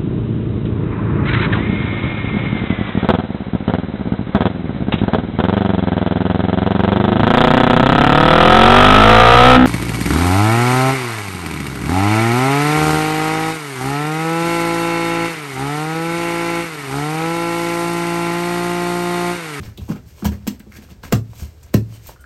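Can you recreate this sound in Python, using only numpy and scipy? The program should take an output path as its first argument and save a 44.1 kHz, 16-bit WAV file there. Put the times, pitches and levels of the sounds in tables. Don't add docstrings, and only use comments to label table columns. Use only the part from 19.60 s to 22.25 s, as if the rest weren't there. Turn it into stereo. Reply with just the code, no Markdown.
import sys
import numpy as np
from scipy import signal
from scipy.fft import rfft, irfft
from scipy.io import wavfile

SR = 44100
rng = np.random.default_rng(int(sys.argv[2]) if len(sys.argv) > 2 else 0)


def file_out(sig):
    cols = np.atleast_2d(sig).T
    lim = np.clip(cols, -1, 1)
    pcm = np.round(lim * 32767).astype(np.int16)
    wavfile.write(sys.argv[1], SR, pcm)


N = 116865
TIME = np.arange(N) / SR
FREQS = np.fft.rfftfreq(N, 1 / SR) + 1e-3


def from_db(db):
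    return 10 ** (np.asarray(db) / 20)


def at_hz(points, hz, axis=1):
    table = np.array(points)
    return np.interp(np.log(hz), np.log(table[:, 0]), table[:, axis])


# frequency in Hz, left-right correlation (-1 to 1).
LIKENESS = [(60, 0.99), (300, 0.9), (700, 0.58), (1500, 0.53), (3000, -0.46), (5000, 0.33), (13000, -0.033)]


def stereo_noise(db):
    mid, side = rfft(rng.standard_normal((2, N)))
    alike = np.clip(at_hz(LIKENESS, FREQS), -.99, .995)
    common = np.sqrt(1 + alike) * mid
    opposed = np.sqrt(1 - alike) * side * [[1], [-1]]
    noise = irfft(from_db(db) * (common + opposed), N)
    return noise / noise.std()


def pitched_noise(hz, octaves):
    distance = np.log2(FREQS / hz) / octaves
    return stereo_noise(-20 * np.log10(1 + distance ** 2))


def random_steps(steps, rate_hz):
    return np.interp(TIME * rate_hz, np.arange(N), steps)


GRAIN_RATE_HZ = 700


def grain(depth_db):
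    gain = from_db(depth_db * random_steps(rng.standard_normal(N), GRAIN_RATE_HZ))
    return gain / np.sqrt(np.mean(gain ** 2))


def swell(s, rise_s, fall_s):
    exponent = np.maximum((s - TIME) / rise_s, (TIME - s) / fall_s)
    return np.exp(-np.minimum(exponent, 40))


def burst(s, fall_s):
    age = np.clip((TIME - s) / fall_s, 0, 40)
    return (TIME >= s) * (1 + 2 * age) * np.exp(-2 * age)


def ring(clicks, hz, t60):
    r, w = from_db(-60 / (t60 * SR)), 2 * np.pi * hz / SR
    return signal.lfilter([0, np.sin(w)], [1, -2 * r * np.cos(w), r * r], clicks)


def strike(blows, modes):
    clicks, out = np.full(N, 1e-18), 0
    for s, db in blows:
        clicks[max(int(s * SR), 0)] += from_db(db)
    for k, (hz, db, t60) in enumerate(modes):
        out = out + (-1) ** k * from_db(db) * ring(clicks, hz, t60)
    return out


# frequency in Hz, relative level in dB per Hz.
RUMBLE_COLOUR = [(20, -62), (45, -5.5), (72, 1.5), (115, -9.5), (220, -24), (400, -22), (1000, -33.5),
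                 (3000, -36.5), (7000, -43), (16000, -47)]
RUMBLE_DB = -43.5


def hull_rumble():
    return from_db(RUMBLE_DB) * stereo_noise(at_hz(RUMBLE_COLOUR, FREQS))


# start in seconds, length in seconds, level in dB, pitch in Hz.
SQUEAK = (2.565, .095, -52, 1420)
SQUEAK_WOBBLE, SQUEAK_WOBBLE_HZ, SQUEAK_EDGE_S = 0.0128, 243.5, 0.069


def squeak():
    s, length, db, hz = SQUEAK
    wobble, grip = (random_steps(steps, SQUEAK_WOBBLE_HZ) for steps in rng.standard_normal((2, N)))
    edges = np.clip(np.minimum(TIME - s, s + length - TIME) / SQUEAK_EDGE_S, 0, 1)
    gate = edges * np.maximum(1 + grip, 0)
    cycles = np.cumsum(hz * (1 + SQUEAK_WOBBLE * wobble)) / SR
    return from_db(db) * gate * np.sin(2 * np.pi * cycles)


# start in seconds, level in dB.
TINKLES = [(2.337, -47.5), (2.595, -56.5)]
# frequency in Hz, level in dB, 60 dB decay time in seconds.
HOOK = [(3052, 0, 0.36), (8632, -6, 0.26)]


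def hook():
    return strike(TINKLES, HOOK)


# start in seconds, level in dB, centre in Hz, width in octaves, die-away in seconds.
TICKS = [(0.173, -39, 12200, 1, 0.011), (0.175, -34.5, 3240, 0.28, 0.0067),
         (0.649, -22.5, 884, 0.31, 0.0092), (0.995, -39.5, 10400, 0.97, 0.005),
         (0.999, -38.5, 1870, 0.46, 0.0067), (1.121, -43.5, 10000, 1, 0.0039),
         (1.526, -16, 1197, .06, 0.0085), (1.733, -39, 800, 0.5, 0.0023), (2.03, -44, 8050, 0.67, 0.009),
         (2.468, -33.5, 12300, 0.56, 0.015), (2.489, -32, 660, 0.48, 0.0098), (2.518, -40, 400, 1, 0.0051),
         (2.561, -38, 1370, 0.13, 0.0049), (2.606, -46, 9700, 0.47, 0.015),
         (2.640, -35.5, 1420, 0.14, 0.0039)]
TICK_ATTACK = 0.13


def ticks():
    out = 0
    for s, db, hz, width, fall in TICKS:
        attack = np.clip((TIME - s) / (TICK_ATTACK * fall), 0, 1)
        out = out + from_db(db) * attack * burst(s, fall) * pitched_noise(hz, width)
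    return out


# start in seconds, length in seconds, level in dB, centre in Hz.
SQUELCHES = [(0.284, 0.041, -40, 1070), (0.349, 0.024, -48.5, 1560), (.624, 0.004, -36.5, 1160),
             (0.717, 0.033, -49.5, 1780), (1.118, 0.064, -47.5, 1950)]
SQUELCH_POPS_PER_S, SQUELCH_SPREAD_OCT, SQUELCH_SPREAD_DB = 200, .45, 6
SQUELCH_CYCLES = 20


def squelches():
    out = np.zeros((2, N))
    for s, length, db, hz in SQUELCHES:
        count = max(round(length * SQUELCH_POPS_PER_S), 1)
        run = np.zeros((2, N))
        for k, (late, pitch, size, side) in enumerate(rng.uniform(-1, 1, size=(64, 4))[:count]):
            pop_s = s + (k + late / 2) / SQUELCH_POPS_PER_S
            pop_hz = hz * 2 ** (SQUELCH_SPREAD_OCT * pitch)
            pop = strike([(pop_s, SQUELCH_SPREAD_DB * size)], [(pop_hz, 0, SQUELCH_CYCLES / pop_hz)])
            run += np.outer([1 + side / 2, 1 - side / 2], pop)
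        out += from_db(db) * run * np.sqrt(2 * length * SR / np.sum(run ** 2))
    return out


BUBBLES_PER_S, BUBBLE_SPREAD_DB = 320, 8
BUBBLE_DB = -7
BUBBLE_CYCLES = 5.1
BUBBLE_LOW_HZ, BUBBLE_HIGH_HZ = 920, 4720


def bubbles(level):
    born = rng.random(N) < BUBBLES_PER_S / SR
    size_db = BUBBLE_SPREAD_DB * np.minimum(rng.exponential(1, N), 2.5)
    sizes = born * from_db(size_db) * rng.choice([-1, 1], N)
    pitches = np.geomspace(BUBBLE_LOW_HZ, BUBBLE_HIGH_HZ, 20)
    dealt = rng.integers(0, 20, N)
    sides = rng.uniform(0, np.pi / 2, N)
    clicks = sizes * level * np.array([np.cos(sides), np.sin(sides)])
    out = 0
    for k, hz in enumerate(pitches):
        out = out + ring(clicks * (dealt == k) + 1e-18, hz, BUBBLE_CYCLES / hz)
    return from_db(BUBBLE_DB) * out * np.sqrt(np.mean(level ** 2) / np.mean(out ** 2))


# peak in seconds, rise in seconds, fall in seconds, rub in dB, hiss in dB.
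SLIDES = [(0.058, 0.064, 0.034, -39, -47.5), (.215, 0.026, 0.12, -50, -52.5),
          (0.31, 0.02, 0.016, -50, -43.5), (0.488, 0.016, 0.036, -55, -50.5),
          (.60, 0.026, 0.034, -44.5, -46.5), (.95, 0.13, 0.02, -49.5, -57), (1.173, 0.031, 0.011, -42, -43),
          (1.228, 0.014, 0.025, -42.5, -49), (1.311, 0.016, 0.015, -44, -49),
          (1.438, 0.0045, 0.03, -31.5, -42), (1.471, 0.011, 0.022, -45, -55.5),
          (1.808, 0.05, 0.044, -42, -40), (2.06, 0.06, 0.034, -51, -56), (2.355, 0.054, 0.021, -45, -47.5),
          (2.485, 0.033, 0.027, -42.5, -40)]
# frequency in Hz, relative level in dB per Hz.
RUB_COLOUR = [(100, 8.5), (300, 0), (700, -6.5), (1400, -14), (2200, -11.5), (3500, -15.5), (8000, -23.5)]
HISS_COLOUR = [(600, -32), (2200, -1), (4500, -1.5), (7000, 0), (9000, -1), (12500, 1), (16000, -7)]
SLIDE_GRAIN_DB = 3


def slides():
    rub = sum(from_db(db) * swell(s, rise, fall) for s, rise, fall, db, _ in SLIDES)
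    hiss = sum(from_db(db) * swell(s, rise, fall) for s, rise, fall, _, db in SLIDES)
    friction = rub * stereo_noise(at_hz(RUB_COLOUR, FREQS)) + hiss * stereo_noise(at_hz(HISS_COLOUR, FREQS))
    return grain(SLIDE_GRAIN_DB) * friction + bubbles(rub)


# start in seconds, die-away in seconds, smack in dB, spray in dB.
SLAPS = [(0.288, 0.023, -36.5, -45.5), (0.317, 0.011, -34, -48), (.356, 0.024, -39.5, -51.5),
         (0.625, 0.014, -39, -55), (.645, 0.014, -26.5, -29), (0.653, 0.015, -25, -27),
         (0.718, 0.035, -41.5, -45), (0.869, 0.0024, -27, -38), (0.875, 0.0074, -27.5, -20),
         (1.524, 0.0066, -9, -14.5), (2.1417, 0.0033, -13.5, -14.5)]
# frequency in Hz, relative level in dB per Hz.
SMACK_COLOUR = [(100, -57), (300, 8), (600, 2.5), (1150, -5.5), (1600, -12), (2300, -11), (3500, -16),
                (8000, -42)]
SPRAY_COLOUR = [(500, 6), (2000, 8.7), (3500, 6), (5500, 7.4), (8000, 6.3), (9500, 1.2), (11500, 7.9),
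                (15500, 6.8)]
SLAP_GRAIN_DB = 0
LEAD_DB, LEAD_RISE_S = -16, .0035


def slaps():
    smack = spray = 0
    for s, fall, smack_db, spray_db in SLAPS:
        shape = burst(s, fall) + from_db(LEAD_DB) * swell(s, LEAD_RISE_S, fall)
        smack = smack + from_db(smack_db) * shape
        spray = spray + from_db(spray_db) * shape
    smack_noise = smack * stereo_noise(at_hz(SMACK_COLOUR, FREQS))
    spray_noise = spray * stereo_noise(at_hz(SPRAY_COLOUR, FREQS))
    return grain(SLAP_GRAIN_DB) * (smack_noise + spray_noise)


# start in seconds, deck ring in dB, hull boom in dB,
# settled thud pitch in Hz, thud level in dB, 60 dB decay time of the thud in seconds.
THUMPS = [(.001, -36, -32, 86.5, -17.5, 0.11), (0.076, -39.5, -55, 100, -24.5, 0.17),
          (.18, -32, -37, 188.4, -26.5, 0.14), (0.217, -50, -41.5, 72, -16.5, 0.083),
          (0.289, -38, -34, 200, -13.5, 0.026), (0.299, -23.5, -39.5, 155.3, -5.5, 0.073),
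          (0.339, -53, -42, 155, -18.5, 0.088), (.623, -26, -42, 205, -17.5, 0.44),
          (0.653, -24, -38, 77, -13, 0.24), (0.658, -33, -25, 175.4, -7, 0.086),
          (0.714, -32, -40, 210, -33, 0.098), (0.8761, -29, -40, 184.8, -4.5, 0.048),
          (1.002, -48, -62, 205, -24, 0.054), (1.064, -39.5, -58, 219, -35, 0.14),
          (1.181, -39, -62, 234, -28.5, 0.051), (1.312, -42.5, -45, 173.5, -28.5, 0.065),
          (1.5283, -20.5, -17.5, 138.6, -1, 0.053), (1.545, -19.5, -43, 104, -6.5, 0.11),
          (1.821, -37.5, -35.5, 72, -17, 0.13), (2.1436, -15.5, -14.5, 103.5, 3, 0.079)]
# frequency in Hz, level in dB, 60 dB decay time in seconds.
DECK = [(142, -1.5, 0.11), (205, 4.5, 0.14), (251.9, -6.5, 0.2), (344.4, -2.5, 0.16), (415, -6.5, 0.12),
        (454.6, -10.5, 0.094), (578, -16.5, 0.133), (707, -14.5, 0.05), (800, -15.5, 0.11),
        (930, -20, 0.075), (1167, -15, 0.053)]
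HULL = [(72, -2.5, 0.2), (110.6, 2, 0.51), (129.2, -0.5, 0.23)]
THUD_ATTACK_S, THUD_SETTLE_S = 0.0027, 0.00409
THUD_GLIDE_HZ = 324


def thumps():
    blows = np.array(THUMPS)
    out = strike(blows[:, [0, 1]], DECK) + strike(blows[:, [0, 2]], HULL)
    for s, _, _, hz, db, t60 in THUMPS:
        age = np.clip(TIME - s, 0, 2 * t60)
        glide_hz = THUD_GLIDE_HZ * from_db(db)
        cycles = hz * age + glide_hz * THUD_SETTLE_S * (1 - np.exp(-age / THUD_SETTLE_S))
        attack = 1 - np.exp(-age / THUD_ATTACK_S)
        out += from_db(db - 60 * age / t60) * attack * np.sin(2 * np.pi * cycles)
    return out


# frequency in Hz, level in dB, 60 dB decay time in seconds.
ECHOES = [(100, -9, 0.54), (282, -5, 0.2), (800, -4.5, 0.17), (2000, -1.5, 0.13), (4840, -0.5, 0.16),
          (13100, -7.5, 0.17)]
ECHO_BUILD_S = 0.00033


def reflections(x):
    edges, length = np.geomspace(40, 18000, 13), SR // 2
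    white = stereo_noise(np.zeros(len(FREQS)))[:, :length]
    spectrum, freqs = rfft(white), np.fft.rfftfreq(length, 1 / SR)
    age, response = TIME[:length], 0
    for low, high in zip(edges, edges[1:]):
        hz = np.sqrt(low * high)
        decay = from_db(-60 * age / at_hz(ECHOES, hz, axis=2))
        tail = decay * (1 - np.exp(-age / ECHO_BUILD_S))
        band = irfft(spectrum * ((freqs >= low) & (freqs < high)), length)
        response = response + from_db(at_hz(ECHOES, hz)) * band * tail / np.linalg.norm(tail)
    return signal.fftconvolve(x, response, axes=1)[:, :N]


def scene():
    sources = squeak() + hook() + ticks() + squelches() + slides() + slaps() + thumps()
    return hull_rumble() + sources + reflections(sources)


# frequency in Hz, left minus right in dB.
BALANCE = [(300, 0.6), (800, 2.2), (1300, 2), (2100, -3.5), (3300, -1.7), (5300, 5), (9000, -0.7),
           (15000, 0.5)]
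NOTCH_HZ, NOTCH_WIDTH_HZ, NOTCH_DB = 10135, 833, -17.5
CUTOFF_HZ = 15900


def record(dry):
    colour_db = at_hz(BALANCE, FREQS) * np.array([[.5], [-.5]])
    x = irfft(rfft(dry) * from_db(colour_db), N)
    x = x / (1 + (x / .95) ** 6) ** (1 / 6)
    notch_db = NOTCH_DB * np.exp(-((FREQS - NOTCH_HZ) / NOTCH_WIDTH_HZ) ** 4)
    x = irfft(rfft(x) * from_db(notch_db), N)
    low_pass = signal.ellip(10, .2, 80, CUTOFF_HZ, fs=SR, output="sos")
    return signal.sosfilt(low_pass, x)


dry = scene()
out = record(dry)
file_out(out)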